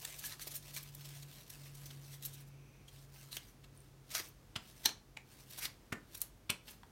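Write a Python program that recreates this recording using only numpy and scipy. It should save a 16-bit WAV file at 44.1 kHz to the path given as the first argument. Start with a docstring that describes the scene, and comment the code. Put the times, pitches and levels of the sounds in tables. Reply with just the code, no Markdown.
"""Gloved hands working dough

A small tiled kitchen, one microphone close to the hands. Thin rubber gloves roll a ball of sticky
dough, rubbing, clinging and peeling away in fine crackle, then pat it flat, each pat trapping a
pocket of air between the palms. Behind them lie quiet room noise, a mains hum and a low drone
that slowly sinks and fades."""
import sys
import numpy as np
from scipy import signal
from scipy.fft import rfft, irfft, next_fast_len
from scipy.io import wavfile
from scipy.ndimage import uniform_filter1d, map_coordinates

SR = 44100
rng = np.random.default_rng(int(sys.argv[2]) if len(sys.argv) > 2 else 0)


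def unload_wav(signal):
    """Save mono or channel-first audio to the path in sys.argv[1] as 16-bit WAV at rate SR, clipped to [-1, 1]."""
    wavfile.write(
        sys.argv[1],
        SR,
        np.round(np.clip(np.atleast_2d(signal).T, -1, 1) * 32767).astype(np.int16),
    )


N = 304718
TIME = np.arange(N) / SR
TOP_HZ = 15950  # the microphone's band limit


# the rolling hand turns back: (time [s])
ROLL_TURNS = [-.08, .15, .375, .63, .905, 1.27, 1.45, 1.715, 1.965, 2.19, 2.46]
# the upper glove slides as it presses or lifts off: (start [s], length [s], level [dB])
SLIDES = [(0, 0.15, -50.5), (.65, 0.038, -53), (1.04, .08, -54), (1.795, .03, -56), (2.93, 0.095, -62),
          (3.145, 0.11, -58), (3.335, 0.15, -63.5), (3.75, 0.13, -73), (4.135, 0.064, -50),
          (4.22, 0.022, -54), (4.64, 0.075, -61), (4.795, 0.037, -55.5), (5.31, 0.13, -62),
          (5.515, 0.14, -53), (6.12, 0.12, -59.5), (6.685, 0.022, -57)]
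ROLL_END_S = 2.43

def friction_db():
    """The rub drops at each turn of the hand and eases as the ball gets smooth; single slides join it."""
    start_db, turn_db = -53, -9
    ease, rise, fall = 3.0, 315, 222  # dB/s
    stroke = np.interp(TIME, ROLL_TURNS, np.arange(len(ROLL_TURNS)))
    slowness = (1 - np.abs(np.sin(np.pi * stroke))) ** 1.66
    rolling = start_db - ease * TIME + turn_db * slowness
    rolling -= fall * np.maximum(TIME - ROLL_END_S, 0)
    return np.maximum(rolling, held(SLIDES, rise, fall))


# rubber sliding on dough, heard close: (frequency [Hz], level [dB])
SLIDE_SPECTRUM = [(60, -42.5), (200, -42.5), (550, -2), (900, -4), (2000, -1), (4200, 1), (5000, -1),
                  (6000, 0), (7500, -3.5), (9000, -1), (10300, -5.5), (12300, -2), (16000, -4.5)]

def rubbing():
    """The glove slides on the dough in a fine rustle of little catches."""
    catches = coloured(grains(N, per_s=2400, spread_db=3.5), SLIDE_SPECTRUM)
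    rustle = patchy(catches, depth_db=2.5)
    grip_db = 1.8 * wobble(55)
    return rustle * amp(friction_db() - 3.0 + grip_db)


def clings(count=32, half_s=0.0039, tilt_db=-0.5):
    """The rolling ball clings and lets go at random moments: faint peels that follow the rub's level."""
    times = ROLL_END_S * (np.arange(count) + rng.random(count)) / count
    levels = np.interp(times, TIME, friction_db())
    return [(s, db, half_s, tilt_db) for s, db in zip(times, levels)]


# glove rubber letting go: (frequency [Hz], level [dB])
RUBBER_SPECTRUM = [(60, -58), (200, -12), (450, -26), (900, -13.5), (2000, -4.5), (4200, 2.5), (5000, -2.5),
                   (5800, 2), (7500, -2.5), (9000, 0), (10300, -4.5), (12300, 2), (16000, -6.5)]
# rubber peels off dough: (peak time [s], level [dB], half length [s], brightness [dB/octave])
PEELS = [(0.052, -37, 0.0024, -1.5), (0.194, -44.5, 0.0074, 4), (0.259, -43, 0.018, 1.5),
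         (0.324, -50, 0.017, -3), (0.423, -45.5, 0.014, 1.5), (0.477, -44, 0.0069, 1.5),
         (0.518, -48.5, 0.011, 0.5), (0.56, -42, 0.013, 5), (0.748, -48, 0.01, 4),
         (0.775, -42.5, 0.011, -1.5), (0.833, -51, 0.0052, 5), (0.951, -46, 0.0022, 10),
         (1.23, -51.5, 0.0066, -0.5), (1.503, -46, 0.0042, 3.5), (1.668, -57, 0.011, -3.5),
         (1.754, -54, 0.0056, 3), (1.865, -51, 0.0053, 1), (1.91, -52.5, 0.0051, -5.5),
         (2.137, -54, 0.019, -0.5), (2.234, -48.5, 0.008, 1.5), (2.257, -39, 0.0076, 6.5),
         (2.34, -55, 0.011, 2.5), (2.41, -61, 0.0066, 20), (2.482, -66, 0.011, 3),
         (2.887, -57.5, 0.0064, -2), (3.327, -48.5, 0.0085, -1), (3.353, -48.5, 0.016, 1),
         (3.645, -58.5, 0.0054, -5.5), (4.119, -47.5, 0.011, -2.5), (4.17, -44, 0.0043, 4),
         (4.288, -60, 0.0065, 14), (4.845, -49, 0.0063, -3), (4.8585, -26, 0.0021, 6),
         (5.509, -53.5, 0.0079, 8), (5.59, -41.5, 0.0059, 3), (5.637, -45.5, 0.017, 2.5),
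         (6.152, -44, 0.0043, 0), (6.178, -48, 0.0045, 12), (6.207, -49, .002, 11),
         (6.219, -43, 0.0037, -1.5), (6.691, -54.5, 0.0055, -5.5), (6.711, -53.5, 0.0084, 8)]

def peels():
    """The contact patch tears open in a swell of crackle; fine threads of dough sound brighter."""
    out, t = np.zeros(N), np.arange(-SR // 10, SR // 10) / SR
    for s, db, half_s, tilt_db in PEELS + clings():
        breaks = grains(len(t), per_s=14000, spread_db=3.0)
        crackle = patchy(coloured(breaks, RUBBER_SPECTRUM, tilt_db), depth_db=3.0)
        swell = 1 / np.cosh(np.clip(1.38 * t / half_s, -50, 50))
        add(out, s + t[0], amp(db) * crackle * swell)
    return out


# taut rubber lets go at once: (time [s], peak [dB], brightness [dB/octave])
SNAPS = [(0.05, -45, -10), (0.24, -35.5, -7), (.396, -39, -4.5), (.765, -31, -2), (.951, -41, 6),
         (1.502, -40, 1.5), (2.2255, -39, 4), (2.2517, -37, -1), (3.3679, -28, -1), (4.105, -39, -3.5),
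         (4.151, -21, -3), (4.181, -28, -3), (4.858, -13, -3), (4.892, -31.5, -7.5), (5.585, -36.5, -8.5),
         (5.655, -25, -6.5), (6.217, -18, 17.5), (6.503, -18.5, 1.5), (6.8332, -42.5, -13)]

def snaps(t60=0.0072):
    """The last bond breaks and the rubber flicks back within a millisecond or two."""
    out, t = np.zeros(N), np.arange(SR // 20) / SR
    middle = len(t) // 2
    for s, db, tilt_db in SNAPS:
        burst = rng.standard_normal(len(t)) * amp(-60 * t / t60)
        flick = coloured(np.roll(burst, middle), RUBBER_SPECTRUM, tilt_db)
        add(out, s - t[middle], amp(db) * flick / np.abs(flick).max())
    return out


# air between the palms: (frequency [multiple of the lowest mode], level [dB])
POCKET_MODES = [(1, -4.5), (1.3, -6), (1.74, -12)]

def air_pocket(hz, lowest_hz, step_db, q=5):
    """Response of the trapped air, ringing in a few broad modes."""
    return sum(amp(db + k * step_db) * np.abs(resonance(hz, m * lowest_hz, m * lowest_hz / q)) ** 2
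               for k, (m, db) in enumerate(POCKET_MODES))


# a gloved palm's slap: (frequency [Hz], level [dB])
PALM_SPECTRUM = [(60, -45), (220, -4), (500, -9.5), (850, 2), (1200, -3), (1650, 2.5), (2000, -1),
                 (4500, -10.5), (6000, -12.5), (8000, -10.5), (16000, -23)]
# palm meets dough: (time [s], slap level [dB], finger lead [s], pocket pitch [Hz], pocket gain [dB],
# step per higher mode [dB], thump peak [dB], thump pitch [Hz], slap t60 [s])
PATS = [(4.562, -33.5, 0.0068, 2840, 7, 0, -38, 136, 0.034),
        (4.859, -22, 0.0074, 3280, 13.5, 2.5, -38.5, 330, 0.028),
        (5.173, -40, 0.0053, 2420, 10.5, -2, -66, 200, 0.01),
        (5.926, -34.5, 0.0048, 1660, 5, -5.5, -30.5, 227, 0.041),
        (6.499, -29.5, 0.0049, 2420, 10.5, -0.5, -35, 202, 0.052),
        (6.68, -53, 0.0023, 2800, 18, 1, -59, 200, .09)]

def pats(fingers_db=-16, shut_s=0.019, push_s=0.00047, dough_q=0.8):
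    """Fingers touch first, then the palm shuts on an air pocket and gives the soft dough a dull push."""
    out, t = np.zeros(N), np.arange(-SR // 50, SR // 5) / SR
    for s, db, lead_s, pocket_hz, pocket_db, step_db, thump_db, thump_hz, t60 in PATS:
        pocket = lambda hz: amp(pocket_db) * air_pocket(hz, pocket_hz, step_db)
        noise = rng.standard_normal(len(t))
        slap = unit(filtered(noise, lambda hz: amp(along(PALM_SPECTRUM, hz)) + pocket(hz)))
        closing = (t > -lead_s) * np.maximum(amp(fingers_db), amp(-60 * np.abs(t) / shut_s))
        slap *= np.where(t < 0, closing, amp(-60 * np.abs(t) / t60))
        push = np.exp(-(t / push_s) ** 2)
        thump = filtered(push, lambda hz: resonance(hz, thump_hz, thump_hz / dough_q))
        add(out, s + t[0], amp(db) * slap + amp(thump_db) * thump / np.abs(thump).max())
    return out


# the rip of a lifting palm: (frequency [Hz], level [dB])
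TEAR_SPECTRUM = [(60, -45), (300, -18), (650, -12), (900, -6.5), (1400, -2), (2200, 2.5), (3200, -3.5),
                 (4200, 1.5), (6100, 1), (7200, -6), (9000, -6), (10400, -7.5), (12300, -2), (16000, -12)]
# the whole palm tears off the dough: (peak time [s], level [dB], rise [s], fall [s], rasp [Hz])
LIFTS = [(4.152, -35, 0.0087, 0.023, 5600), (4.199, -38, 0.011, 0.0064, 4620),
         (5.632, -41, 0.015, 0.015, 2150), (5.654, -37.5, 0.0075, 0.0085, 4800)]

def lifts(rasp_db=-5, rasp_q=6.8):
    """The palm comes off in one dense rip that rasps at the pitch of the stretched rubber."""
    out, t = np.zeros(N), np.arange(-SR // 10, SR // 5) / SR
    for s, db, rise, fall, rasp_hz in LIFTS:
        rip = coloured(grains(len(t), per_s=15000, spread_db=4.0), TEAR_SPECTRUM)
        rip = filtered(rip, lambda hz: 1 + amp(rasp_db) * resonance(hz, rasp_hz, rasp_hz / rasp_q))
        swell = np.exp(-np.abs(t) / np.where(t < 0, rise, fall))
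        add(out, s + t[0], amp(db) * patchy(rip, depth_db=2.0) * swell)
    return out


# tiny air pockets burst under the rubber: (time [s], level [dB], pitch [Hz], ring t60 [s])
POPS = [(0.24, -43.5, 1700, 0.05), (0.324, -37, 4100, .009), (0.396, -42.5, 4670, .012),
        (.471, -38, 654, 0.0058), (0.765, -39.5, 2320, 0.022), (1.858, -41.5, 6100, 0.0082),
        (2.883, -49.5, 3220, 0.042), (3.329, -33, 4100, 0.0096), (3.3706, -26.5, 3150, 0.0042),
        (3.775, -51.5, 9500, .012), (3.804, -51.5, 8900, 0.011), (4.15, -45.5, 675, 0.051),
        (4.2, -43.5, 400, 0.014)]

def pops(count=60):
    """Each air pocket ticks and rings briefly; rubbing bursts faint ones at random."""
    out, t = np.zeros(N), np.arange(SR // 12) / SR
    rub_db = friction_db()
    faint = [(when * TIME[-1], rub_db[int(when * N)] + 3.0 + 7 * force, 2000 * 5.1 ** pitch, 0.005)
             for when, force, pitch in rng.random((count, 3))]
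    for s, db, hz, t60 in POPS + faint:
        ring = np.sin(2 * np.pi * hz * t) * amp(-60 * t / t60)
        tick = 0.23 * rng.standard_normal(len(t)) * amp(-60 * t / 0.016)
        add(out, s, amp(db) * (ring + tick))
    return out


# bands of thin hiss: (centre [Hz], width [Hz], level [dB])
HISS_BANDS = [(2400, 650, -74.5), (5950, 500, -82)]

def thin_hiss(start_s=2.54, end_s=2.83):
    """A faint hiss in two narrow bands while the hands are apart."""
    hiss = np.zeros(N)
    for centre, width, db in HISS_BANDS:
        band = filtered(rng.standard_normal(N), lambda hz: resonance(hz, centre, width) ** 2)
        hiss += amp(db) * unit(band)
    return hiss * amp(held([(start_s, end_s - start_s, 0)], rise=90, fall=90))


# decay of the tiled room: (frequency [Hz], t60 [s])
KITCHEN_DECAY = [(150, 0.24), (600, 0.25), (2000, 0.26), (4000, 0.25), (8000, 0.21), (15000, 0.15)]

def kitchen(direct, early_db, tail_db):
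    """Counter and tiles send the microphone a few quick echoes, then a short bright tail."""
    hz, t, bands = signal.stft(rng.standard_normal(SR // 2), SR, nperseg=256)
    decay = amp(-60 * t / along(KITCHEN_DECAY, hz)[:, None])
    tail = signal.istft(bands * decay, SR, nperseg=256)[1]
    colour = [(200, 8.5), (1000, 5.0), (3700, -2.0), (7000, 1.0), (15000, -3.0)]
    tail = filtered(tail, lambda f: amp(along(colour, f)))
    response = amp(tail_db) * tail / np.linalg.norm(tail)
    echo_delays = rng.integers(SR // 600, SR // 70, size=14)
    response[echo_delays] += amp(early_db) * rng.choice([-1, 1], len(echo_delays))
    return direct + signal.fftconvolve(direct, response)[:N]


# the distant drone swells and fades: (time [s], level [dB])
DRONE_LEVEL = [(.35, -64), (1.15, -53), (2.3, -54.5), (3.0, -59.5), (3.9, -63.5), (5.0, -73.5), (5.45, -63),
               (6.2, -77)]
# it drops away briefly: (time [s], level change [dB])
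DRONE_DIPS = [(1.44, -15), (2.79, -9), (3.5, -8.5)]

def drone(start_hz=143.9, sink_hz_per_s=2.1, dip_half_s=0.12):
    """A low, slowly sinking tone, like a motor beyond the walls."""
    pitch = start_hz - sink_hz_per_s * TIME + 0.5 * wobble(13)
    phase = 2 * np.pi * np.cumsum(pitch) / SR
    db = np.interp(TIME, *np.transpose(DRONE_LEVEL))
    db += sum(dip * np.exp(-((TIME - s) / dip_half_s) ** 2) for s, dip in DRONE_DIPS)
    return amp(db + 1.3 * wobble(23.22)) * np.sqrt(2) * np.sin(phase)


def mains_hum(hz=49):
    """A low electrical hum in the room, wavering in level and pitch."""
    gain = amp(-70.0 + wobble(3.8))
    return gain * np.sqrt(2) * np.sin(2 * np.pi * hz * TIME + 1.27 * wobble(5.2))


# the quiet kitchen at the microphone: (frequency [Hz], level [dB])
ROOM_SPECTRUM = [(25, -36.5), (40, 5.5), (60, -5), (80, -4), (100, 2), (170, -6), (340, -8), (600, -15.5),
                 (1200, -19.5), (2500, -24.5), (4800, -26.5), (6000, -26.5), (7500, -29.5), (16000, -32)]

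def room_tone():
    """Soft, low room noise that drifts slightly in level."""
    drift_db = 0.6 * wobble(2.4)
    return amp(-63.0 + drift_db) * coloured(rng.standard_normal(N), ROOM_SPECTRUM)


def grains(size, per_s, spread_db):
    """Tiny adhesions break at random moments, a few much larger than the rest."""
    breaks = rng.random(size) < per_s / SR
    signs = rng.choice([-1, 1], size)
    return breaks * signs * amp(spread_db * np.minimum(rng.exponential(size=size), 4))


def patchy(x, depth_db):
    """Shifting folds of rubber favour one narrow band after another, each for a moment."""
    bands = signal.stft(x, nperseg=512)[2]
    folds = uniform_filter1d(rng.standard_normal(bands.shape), size=6, axis=0)
    folds = uniform_filter1d(folds, size=5, axis=1)
    return unit(signal.istft(bands * amp(depth_db * unit(folds)), nperseg=512)[1][:len(x)])


def coloured(x, spectrum, tilt_db=0):
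    """x with a spectrum, tilted per octave through the mids and treble and free of rumble, at rms 1."""
    octaves = lambda hz: np.log2(np.clip(hz, 700, 11500))
    band = lambda hz: (1 - 1 / (1 + (hz / 33) ** 10)) * (hz < TOP_HZ)
    return unit(filtered(x, lambda hz: band(hz) * amp(along(spectrum, hz) + tilt_db * octaves(hz))))


def filtered(x, response):
    """x through a frequency response."""
    size = next_fast_len(len(x) + 4096)
    return irfft(rfft(x, size) * response(np.fft.rfftfreq(size, 1 / SR)), size)[:len(x)]


def resonance(hz, centre, width):
    """Response of one damped mode."""
    return 1j * hz * width / (centre ** 2 - hz ** 2 + 1j * hz * width)


def held(gestures, rise, fall):
    """Level in dB of gestures that rise, hold and fall, the slopes in dB/s."""
    return np.max([db - rise * np.maximum(s - TIME, 0) - fall * np.maximum(TIME - s - length, 0)
                   for s, length, db in gestures], axis=0)


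def wobble(rate):
    """A smooth random curve, rate knots a second."""
    return map_coordinates(rng.standard_normal(4096), [TIME * rate], mode="wrap")


def along(points, hz):
    """A curve read on a log frequency axis."""
    freqs, values = np.transpose(points)
    return np.interp(np.log(hz + 1), np.log(freqs), values)


def amp(db):
    """Decibels to gain."""
    return 10 ** (np.asarray(db) / 20)


def unit(x):
    """x at rms 1."""
    return x / np.sqrt(np.mean(x ** 2) + 1e-20)


def add(track, s, sound):
    """Mix a sound into the track from time s."""
    start = round(s * SR)
    part = sound[max(-start, 0):max(N - start, 0)]
    track[max(start, 0):][:len(part)] += part


def scene():
    """The hands close to the microphone, the tiled kitchen around them, in mono."""
    rolling = kitchen(rubbing() + pops(), early_db=-19.5, tail_db=-9.5)
    peeling = kitchen(peels() + lifts(), early_db=-33, tail_db=-10.5)
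    snapping = kitchen(snaps(), early_db=-21.5, tail_db=-10.0)
    patting = kitchen(pats(), early_db=-42, tail_db=-9.0)
    hands = rolling + peeling + snapping + patting
    return (hands + thin_hiss() + room_tone() + mains_hum() + drone())[None]


def record(dry):
    """The microphone keeps nothing above its band limit."""
    return np.array([filtered(channel, lambda hz: hz < TOP_HZ) for channel in dry])


dry = scene()
out = record(dry)
unload_wav(out)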